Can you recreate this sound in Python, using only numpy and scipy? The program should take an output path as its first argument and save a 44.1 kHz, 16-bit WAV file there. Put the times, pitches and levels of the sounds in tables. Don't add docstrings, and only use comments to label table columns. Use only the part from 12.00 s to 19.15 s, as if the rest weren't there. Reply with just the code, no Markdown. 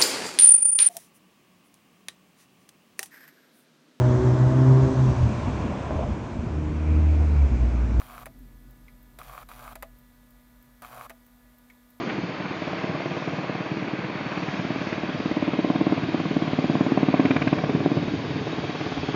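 import sys
import numpy as np
from scipy import signal
from scipy.fft import rfft, irfft, next_fast_len
from scipy.io import wavfile
from scipy.ndimage import uniform_filter1d, map_coordinates

SR = 44100
rng = np.random.default_rng(int(sys.argv[2]) if len(sys.argv) > 2 else 0)


def transcribe(u):
    v = np.clip(np.atleast_2d(u).T, -1, 1)
    q = np.round(v * 32767).astype(np.int16)
    wavfile.write(sys.argv[1], SR, q)


N = 315315

BLADE_HZ, FIRST_PASS_S = 18.067, .0485
# time in seconds, delay in ms relative to the close hover.
TRAVEL_DELAY = [(0, 26.3), (1.5, 9), (2.4, .8), (3, -1), (4.4, 1.2), (5.2, .5), (6, 1), (6.5, 4),
                (7.15, 11)]
# loading offset in dB, slap offset in dB.
BLADE_OFFSETS = [(-1, -1.5), (-7.5, -0.5), (0, -2), (-1.6, -1.5)]
# time in seconds, multiplier on the loading offsets.
UNEVENNESS = [(0, 1.5), (2.5, 1.2), (3.5, 0.29), (7.15, 0.4)]
# time in seconds, base levels in dB of beat, wash and rumble.
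ROTOR_LEVELS = [(0.15, -35, -32, -46.5), (.42, -34.5, -36.5, -49), (.85, -33.5, -35, -44.5),
                (1.7, -33.5, -35.5, -54.5), (2.3, -35.5, -36.5, -48.5), (2.65, -32.5, -35, -47),
                (3.15, -36.5, -37.5, -45), (3.8, -30.5, -30.5, -42), (4.3, -32.5, -31.5, -44.5),
                (4.7, -29.5, -30, -45.5), (5.45, -28.5, -28, -40.5), (5.97, -29, -27.5, -38.5),
                (6.15, -33, -31.5, -37.5), (6.38, -35.5, -32.5, -37.5), (6.7, -36, -34.5, -43.5),
                (7.15, -32, -33.5, -42.5)]


def amp(db):
    return 10 ** (np.asarray(db) / 20)


def unit_rms(x):
    return x / np.sqrt(np.mean(x ** 2) + 1e-20)


def along(points, hz):
    point_hz, values = np.transpose(points)
    return np.interp(np.log(hz + 1), np.log(point_hz + 1), values)


def curves(rows, at=None):
    times, *columns = np.transpose(rows)
    return [np.interp(np.arange(N) / SR if at is None else at, times, column) for column in columns]


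def wobble(knots_per_s):
    knots = rng.standard_normal(int(N * knots_per_s / SR) + 4)
    return map_coordinates(knots, [np.arange(N) * knots_per_s / SR])


def filtered(x, response):
    size = next_fast_len(N + SR // 2)
    return irfft(rfft(x, size) * response(np.fft.rfftfreq(size, 1 / SR)), size)[:N]


def rush(spectrum, patchy_db):
    bins = signal.stft(rng.standard_normal(N), nperseg=1024)[2]
    patches = uniform_filter1d(rng.standard_normal(bins.shape), size=4, axis=0)
    patches = uniform_filter1d(patches, size=12, axis=1)
    noise = signal.istft(bins * amp(patchy_db * unit_rms(patches)), nperseg=1024)[1][:N]
    return unit_rms(filtered(noise, lambda hz: amp(along(spectrum, hz))))


def spells(rows, at, attack_s=.14, release_s=.1):
    start, end, *levels_db = np.transpose(rows)[:, :, None]
    gate = np.clip(1 + (at - start) / attack_s, 0, 1) * np.clip(1 - (at - end) / release_s, 0, 1)
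    return [(amp(db) * gate).max(0) for db in levels_db]


def pulse_of(gain, causal_share, lead):
    cepstrum = irfft(np.log(gain + 1e-7))
    half = cepstrum.shape[1] // 2
    cepstrum[:, 1:half] *= 1 + causal_share
    cepstrum[:, half + 1:] *= 1 - causal_share
    return np.roll(irfft(np.exp(rfft(cepstrum))), lead, axis=1)


def pass_times():
    sent = FIRST_PASS_S + np.arange(int(N / SR * BLADE_HZ)) / BLADE_HZ
    return sent + curves(TRAVEL_DELAY, sent)[0] / 1000


def swell(lag_s, width_s):
    sent = np.arange(N) / SR - curves(TRAVEL_DELAY)[0] / 1000
    passes = (sent - FIRST_PASS_S - lag_s) * BLADE_HZ
    return np.exp(-.5 * ((passes - np.round(passes)) / BLADE_HZ / width_s) ** 2)


def blade_levels(times):
    # start and end in seconds, slap and crack levels in dB.
    bites = [(.66, 1.2, -51, -35.5), (1.25, 1.62, -53, -36), (1.85, 2.35, -36, -40),
             (2.6, 3.08, -31.5, -38), (3.25, 3.53, -24.5, -34.5), (3.59, 3.76, -23.5, -32),
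             (3.81, 3.92, -21.5, -32.5), (4.2, 4.42, -28, -37.5), (4.58, 4.87, -26.5, -33),
             (4.95, 5.28, -21, -32.5), (5.33, 5.66, -28.5, -33), (5.7, 5.95, -28, -39),
             (6.45, 7.15, -47.5, -35.5)]
    # time in seconds, extra dB of thump, slap and crack.
    accents = [(3.369, -2, 1.5, 3.5), (3.535, -0.5, 0.5, 2.5), (3.702, 1, 2.5, 3), (3.923, -6, 1.5, -1),
               (4.145, -3.5, 7, 8), (4.367, -0.5, 4.5, 4.5), (4.588, 3.5, 1.5, 3), (4.699, 1, 1.5, 1),
               (4.754, 4, -0.5, 2.5), (4.809, 0.5, 3, 2.5), (4.975, -0.5, -3, 7), (5.141, 1, -0.5, 7),
               (5.197, 1.5, 1.5, 2), (5.307, 0, 2.5, -2), (5.529, 4, 1, 3.5), (5.584, 0, -11.5, -1),
               (5.640, 6, -2, 3), (5.695, -10, 2, 2.5), (5.750, 5.5, -1.5, 3), (5.806, -6, -3.5, 0.5),
               (5.861, -2.5, 2, 5.5), (5.916, 1, -0.5, 5.5), (5.972, 6.5, 4.5, -1)]
    blade_load, blade_slap = np.array(BLADE_OFFSETS)[np.arange(len(times)) % len(BLADE_OFFSETS)].T
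    load_db = curves(ROTOR_LEVELS, times)[0] + blade_load * curves(UNEVENNESS, times)[0]
    clean_thump_db, clean_slap_db, clean_crack_db = load_db - 2.5, load_db - 1.5, load_db - 8
    slap_bite, crack_bite = spells(bites, times)
    slap_db = 20 * np.log10(np.hypot(amp(clean_slap_db), slap_bite))
    crack_db = 20 * np.log10(np.hypot(amp(clean_crack_db), crack_bite))
    thump_db = clean_thump_db - .29 * (slap_db - clean_slap_db)
    edge_hz = 783 * 2 ** (.03 * (crack_db + 36.5))
    accent_s, *extras_db = np.transpose(accents)
    accent_db = np.array(extras_db) @ (np.abs(times - accent_s[:, None]) < .5 / BLADE_HZ)
    return np.array([thump_db, slap_db + blade_slap, crack_db + blade_slap]) + accent_db, edge_hz


def blade_pulses(scatter_db=.35, ripple_db=1.5, ripple_hz=600, jitter_s=.00025, size=4096):
    # frequency in Hz, relative level in dB.
    thump_tone = [(20, -81.5), (36, -40.5), (54, -35), (70, -28.5), (90, -6), (112, -2), (148, 4),
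                  (185, 0.5), (260, -12.5), (500, -47.5), (1500, -110)]
    slap_tone = [(40, -82.5), (120, -47), (188, 0.5), (235, 4), (300, 0.5), (340, -4), (385, -11),
                 (520, -25.5), (900, -35), (4000, -110)]
    crack_tone = [(100, -63), (400, -12), (620, 5.5), (745, 5), (860, -4.5), (1000, 1.5), (1130, 5.5),
                  (1320, -11.5), (1600, -9), (2500, -21.5), (7000, -85.5)]
    # time in seconds, slap and crack pitch ratios.
    pitch_ratios = [(0, 0.81, .95), (.8, 1.23, .98), (2, 1.02, .93), (2.6, 0.97, .97), (3.7, 1.023, .98),
                    (4.5, 1.02, 1.03), (5.2, 1.037, 1), (5.7, 1.08, 1), (6.4, 1.31, 1.12)]
    times = pass_times()
    hz = np.fft.rfftfreq(size, 1 / SR)
    (thump_db, slap_db, crack_db), edge_hz = blade_levels(times)
    slap_pitch, crack_pitch = curves(pitch_ratios, times[:, None])
    chance_db = scatter_db * rng.standard_normal((len(times), 3)).T
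    thump = np.outer(amp(thump_db + .5 * chance_db[0]), unit_rms(amp(along(thump_tone, hz))))
    slap = amp(slap_db + chance_db[1])[:, None] * unit_rms(amp(along(slap_tone, hz / slap_pitch)))
    crack = amp(crack_db + chance_db[2])[:, None] * unit_rms(amp(along(crack_tone, hz / crack_pitch)))
    crack /= np.sqrt(1 + (hz / edge_hz[:, None]) ** 6)
    ripple = signal.fftconvolve(rng.standard_normal(slap.shape), np.hanning(24)[None], mode="same")
    colour = amp(ripple_db * unit_rms(ripple) * hz / (hz + ripple_hz))
    lead = size // 2
    pulses = -pulse_of((thump + slap + crack) * colour, causal_share=.57, lead=lead)
    pulses = stray_paths(pulses * np.sqrt(SR / BLADE_HZ), times)
    starts = np.round((times + jitter_s * rng.standard_normal(len(times))) * SR).astype(int)
    positions = starts[:, None] + np.arange(size)
    return np.bincount(positions.ravel(), pulses.ravel(), N + size)[lead:lead + N]


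def stray_paths(pulses, times, lag_s=.0014, width_s=.0035, above_hz=227, evenness=.8):
    # time in seconds, share of the highs that strays.
    smear = [(0, .9), (3, .85), (3.5, .5), (4.4, .45), (4.9, .15), (5.17, .15), (5.3, .5), (5.55, .25),
             (5.9, .3), (6.2, .8)]
    size = pulses.shape[1]
    hz = np.fft.rfftfreq(size, 1 / SR)
    late_s = np.fft.fftfreq(size) * size / SR - lag_s
    paths = rng.standard_normal(pulses.shape) * np.exp(-.5 * (late_s / width_s) ** 2)
    paths = rfft(paths / np.linalg.norm(paths, axis=1, keepdims=True))
    share = np.outer(curves(smear, times)[0], hz ** 4 / (hz ** 4 + above_hz ** 4))
    air = np.sqrt(1 - share) + np.sqrt(share) * paths
    air /= np.hypot(np.abs(air), .1) ** evenness
    cluster = irfft(rfft(pulses) * air)
    cluster /= np.linalg.norm(cluster, axis=1, keepdims=True)
    return cluster * np.linalg.norm(pulses, axis=1, keepdims=True)


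def ground_bounce(x, dull_hz):
    # time in seconds, bounce level in dB against the direct sound, delay in ms.
    reflection = [(0, -8.5, 6.2), (2.8, -8.5, 6.5), (3.6, -8.5, 6.62), (5.1, -9, 6.7), (5.8, -11.5, 6.75),
                  (6.4, -7, 6.85), (7.15, -6, 6.95)]
    strength_db, delay_ms = curves(reflection)
    t = np.arange(N) / SR
    dulled = filtered(x, lambda hz: 1 / (1 + (hz / dull_hz) ** 2))
    bounce = np.interp(t - delay_ms / 1000, t, dulled)
    return (x + amp(strength_db) * bounce) / np.hypot(1, amp(strength_db))


def vortex_rasp(floor_db=-53.5):
    # frequency in Hz, relative level in dB.
    rasp_tone = [(500, -18), (980, -1), (1380, -1), (1600, 3), (1900, -4), (2350, 3), (2650, -3.5),
                 (3000, -11), (4200, -18), (7000, -40.5), (7800, -69)]
    # start and end in seconds, level in dB.
    tears = [(2.3, 2.88, -47.5), (4.95, 5.2, -51), (5.27, 5.48, -33), (5.53, 5.70, -42),
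             (6.75, 7.15, -49.5)]
    strength = np.hypot(amp(floor_db), spells(tears, np.arange(N) / SR)[0])
    return strength * unit_rms(rush(rasp_tone, patchy_db=.5) * swell(lag_s=.005, width_s=.003))


def surroundings(x, patterns=16):
    # frequency in Hz, seconds for the tail to fall 60 dB.
    decay_times = [(100, 0.13), (500, 0.55), (3000, 0.39)]
    hz, t, bins = signal.stft(rng.standard_normal((patterns, SR // 2)), SR, nperseg=256)
    tails = signal.istft(bins * amp(-60 * t / along(decay_times, hz)[:, None]), SR, nperseg=256)[1]
    tails /= np.linalg.norm(tails, axis=1, keepdims=True)
    place = np.linspace(0, patterns - 1, N) - np.arange(patterns)[:, None]
    crossfade = np.sqrt(np.clip(1 - np.abs(place), 0, 1))
    return signal.fftconvolve(x * crossfade, tails, axes=1).sum(0)[:N]


def rotor(scatter_db=-7, scatter_db_per_s=-.7):
    direct = ground_bounce(blade_pulses(), dull_hz=2200) + vortex_rasp()
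    scatter = amp(scatter_db + scatter_db_per_s * np.arange(N) / SR)
    return (direct + scatter * surroundings(direct)) / np.hypot(1, scatter)


def rotor_wash():
    # frequency in Hz, relative level in dB.
    wash_tone = [(20, -71), (45, -40.5), (75, -21.5), (110, -10.5), (150, -2), (215, 4), (350, 2),
                 (410, -5), (670, -11.5), (1000, -19), (2500, -68)]
    _, wash_db, _ = curves(ROTOR_LEVELS)
    times = pass_times()
    loading_db = np.resize(np.array(BLADE_OFFSETS)[:, 0], len(times)) * curves(UNEVENNESS, times)[0]
    stir = amp(.17 * np.interp(np.arange(N) / SR, times, loading_db))
    wash = rush(wash_tone, patchy_db=1.08) * stir * (1 + .55 * swell(lag_s=.001, width_s=.0065))
    return amp(wash_db) * unit_rms(ground_bounce(wash, dull_hz=490))


def exhaust_and_hiss(roar_trim_db=3, hiss_trim_db=.5, sheen_trim_db=2):
    # frequency in Hz, relative level in dB.
    roar_tone = [(150, -28), (400, 0.5), (700, 5), (860, 2.5), (1080, 3.5), (1320, 1), (1600, 1),
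                 (1820, -2.5), (2150, -0.5), (2580, -1.5), (2900, -11), (4000, -55.5)]
    hiss_tone = [(1500, -36.5), (2600, -2), (3200, 1.5), (3700, -0.5), (4050, -3), (4550, -6.5),
                 (5200, -29.5), (7000, -39.5), (7800, -73)]
    sheen_tone = [(3000, -37), (4200, -6.5), (4700, -0.5), (5300, -4), (5950, -6.5), (6300, -9),
                  (6850, -11), (7300, -27), (7800, -42.5)]
    # time in seconds, then roar, hiss and sheen in dB before their trims.
    faders = [(0.05, -38.5, -47.5, -55), (0.38, -39, -49, -58.5), (0.64, -38, -46.5, -57),
              (1.72, -38.5, -49, -57.5), (2.17, -38, -47.5, -59), (2.37, -37.5, -47, -55),
              (3.84, -38.5, -46, -57), (4.45, -39.5, -44.5, -55.5), (5.19, -37, -45.5, -55),
              (5.47, -39.5, -45.5, -54.5), (5.76, -40, -47, -56), (7.1, -39.5, -44, -52.5)]
    roar_db, hiss_db, sheen_db = curves(faders)
    throb = 1 + .32 * swell(lag_s=.001, width_s=.0035)
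    roar = unit_rms(rush(roar_tone, patchy_db=.7) * throb)
    roar *= amp(roar_db + roar_trim_db + .49 * wobble(13))
    hiss = amp(hiss_db + hiss_trim_db) * rush(hiss_tone, patchy_db=1.14)
    sheen = amp(sheen_db + sheen_trim_db + .6 * wobble(5.5)) * rush(sheen_tone, patchy_db=1.5)
    return roar + hiss + sheen


def rumble():
    # frequency in Hz, relative level in dB.
    rumble_tone = [(25, -32), (55, -16), (80, -4.5), (110, 1), (150, -0.5), (220, -19.5), (500, -82)]
    _, _, rumble_db = curves(ROTOR_LEVELS)
    return amp(rumble_db) * rush(rumble_tone, patchy_db=-1)


def whine(rows, width_hz):
    pitch_hz, level_db = curves(rows)
    phase = 2 * np.pi * np.cumsum(pitch_hz) / SR
    blur = filtered(rng.standard_normal(N), lambda hz: 1 / (1 + (hz / width_hz) ** 2))
    line = blur * np.cos(phase) + np.roll(blur, N // 2) * np.sin(phase)
    return amp(level_db) * unit_rms(line * amp(.76 * wobble(5.9)))


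def turbine():
    # time in seconds, pitch in Hz, level in dB.
    compressor = [(1.8, 3810, -76), (3.2, 3815, -58), (4.45, 3818, -57.5), (4.75, 3798, -57.5),
                  (6.5, 3795, -56.5), (7.15, 3880, -58)]
    upper = [(0, 4440, -60), (2.1, 4440, -60), (2.4, 4510, -59), (3.1, 4510, -60), (3.6, 4530, -65),
             (5.5, 4530, -65), (6.3, 4580, -61), (7.15, 4620, -62)]
    lower = [(0, 3170, -61), (6.4, 3270, -61), (7.15, 3350, -52)]
    return whine(compressor, width_hz=18) + whine(upper, width_hz=55) + whine(lower, width_hz=55)


def breeze(puff_at_s=7, rise_s=.08, fall_s=.1):
    air_tone = [(15, -39.5), (28, -10.5), (48, -3), (80, 1.5), (200, -20), (800, -83.5)]
    t = np.arange(N) / SR
    puff = amp(-47) * np.exp(-np.maximum((puff_at_s - t) / rise_s, (t - puff_at_s) / fall_s))
    light_air = amp(-69.5 + t)
    return (light_air + puff) * rush(air_tone, patchy_db=-1.5)


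def scuffs(width_s=.0064):
    # time in seconds, level at the crest in dB.
    cues = [(0.102, -29.5), (2.932, -32)]
    scuff_tone = [(500, -5.5), (1500, -1), (2400, 3.5), (3200, -9), (7000, -66.5)]
    t = np.arange(N) / SR
    bursts = sum(amp(db) * np.exp(-.5 * ((t - at_s) / width_s) ** 2) for at_s, db in cues)
    return bursts * rush(scuff_tone, patchy_db=3.5)


def scene():
    helicopter = rotor() + rotor_wash() + exhaust_and_hiss() + rumble() + turbine()
    return (helicopter + breeze() + scuffs())[None]


def record(dry):
    # centre in Hz, width in Hz, gain in dB.
    bells = [(416, 33, 2), (515, 59, 0), (850, 69, -2), (1360, 90, -2), (4030, 130, -1), (5520, 72, -1.5),
             (5920, 90, -2.5)]
    low_hz, top_hz = 40, 7822

    def response(hz):
        tone_db = sum(db * np.exp(-.5 * ((hz - centre) / width) ** 2) for centre, width, db in bells)
        low_cut = hz ** 4 / np.hypot(hz ** 4, low_hz ** 4)
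        return amp(tone_db) * low_cut * (hz < top_hz)

    return filtered(dry[0], response)[None]


dry = scene()
out = record(dry)
transcribe(out)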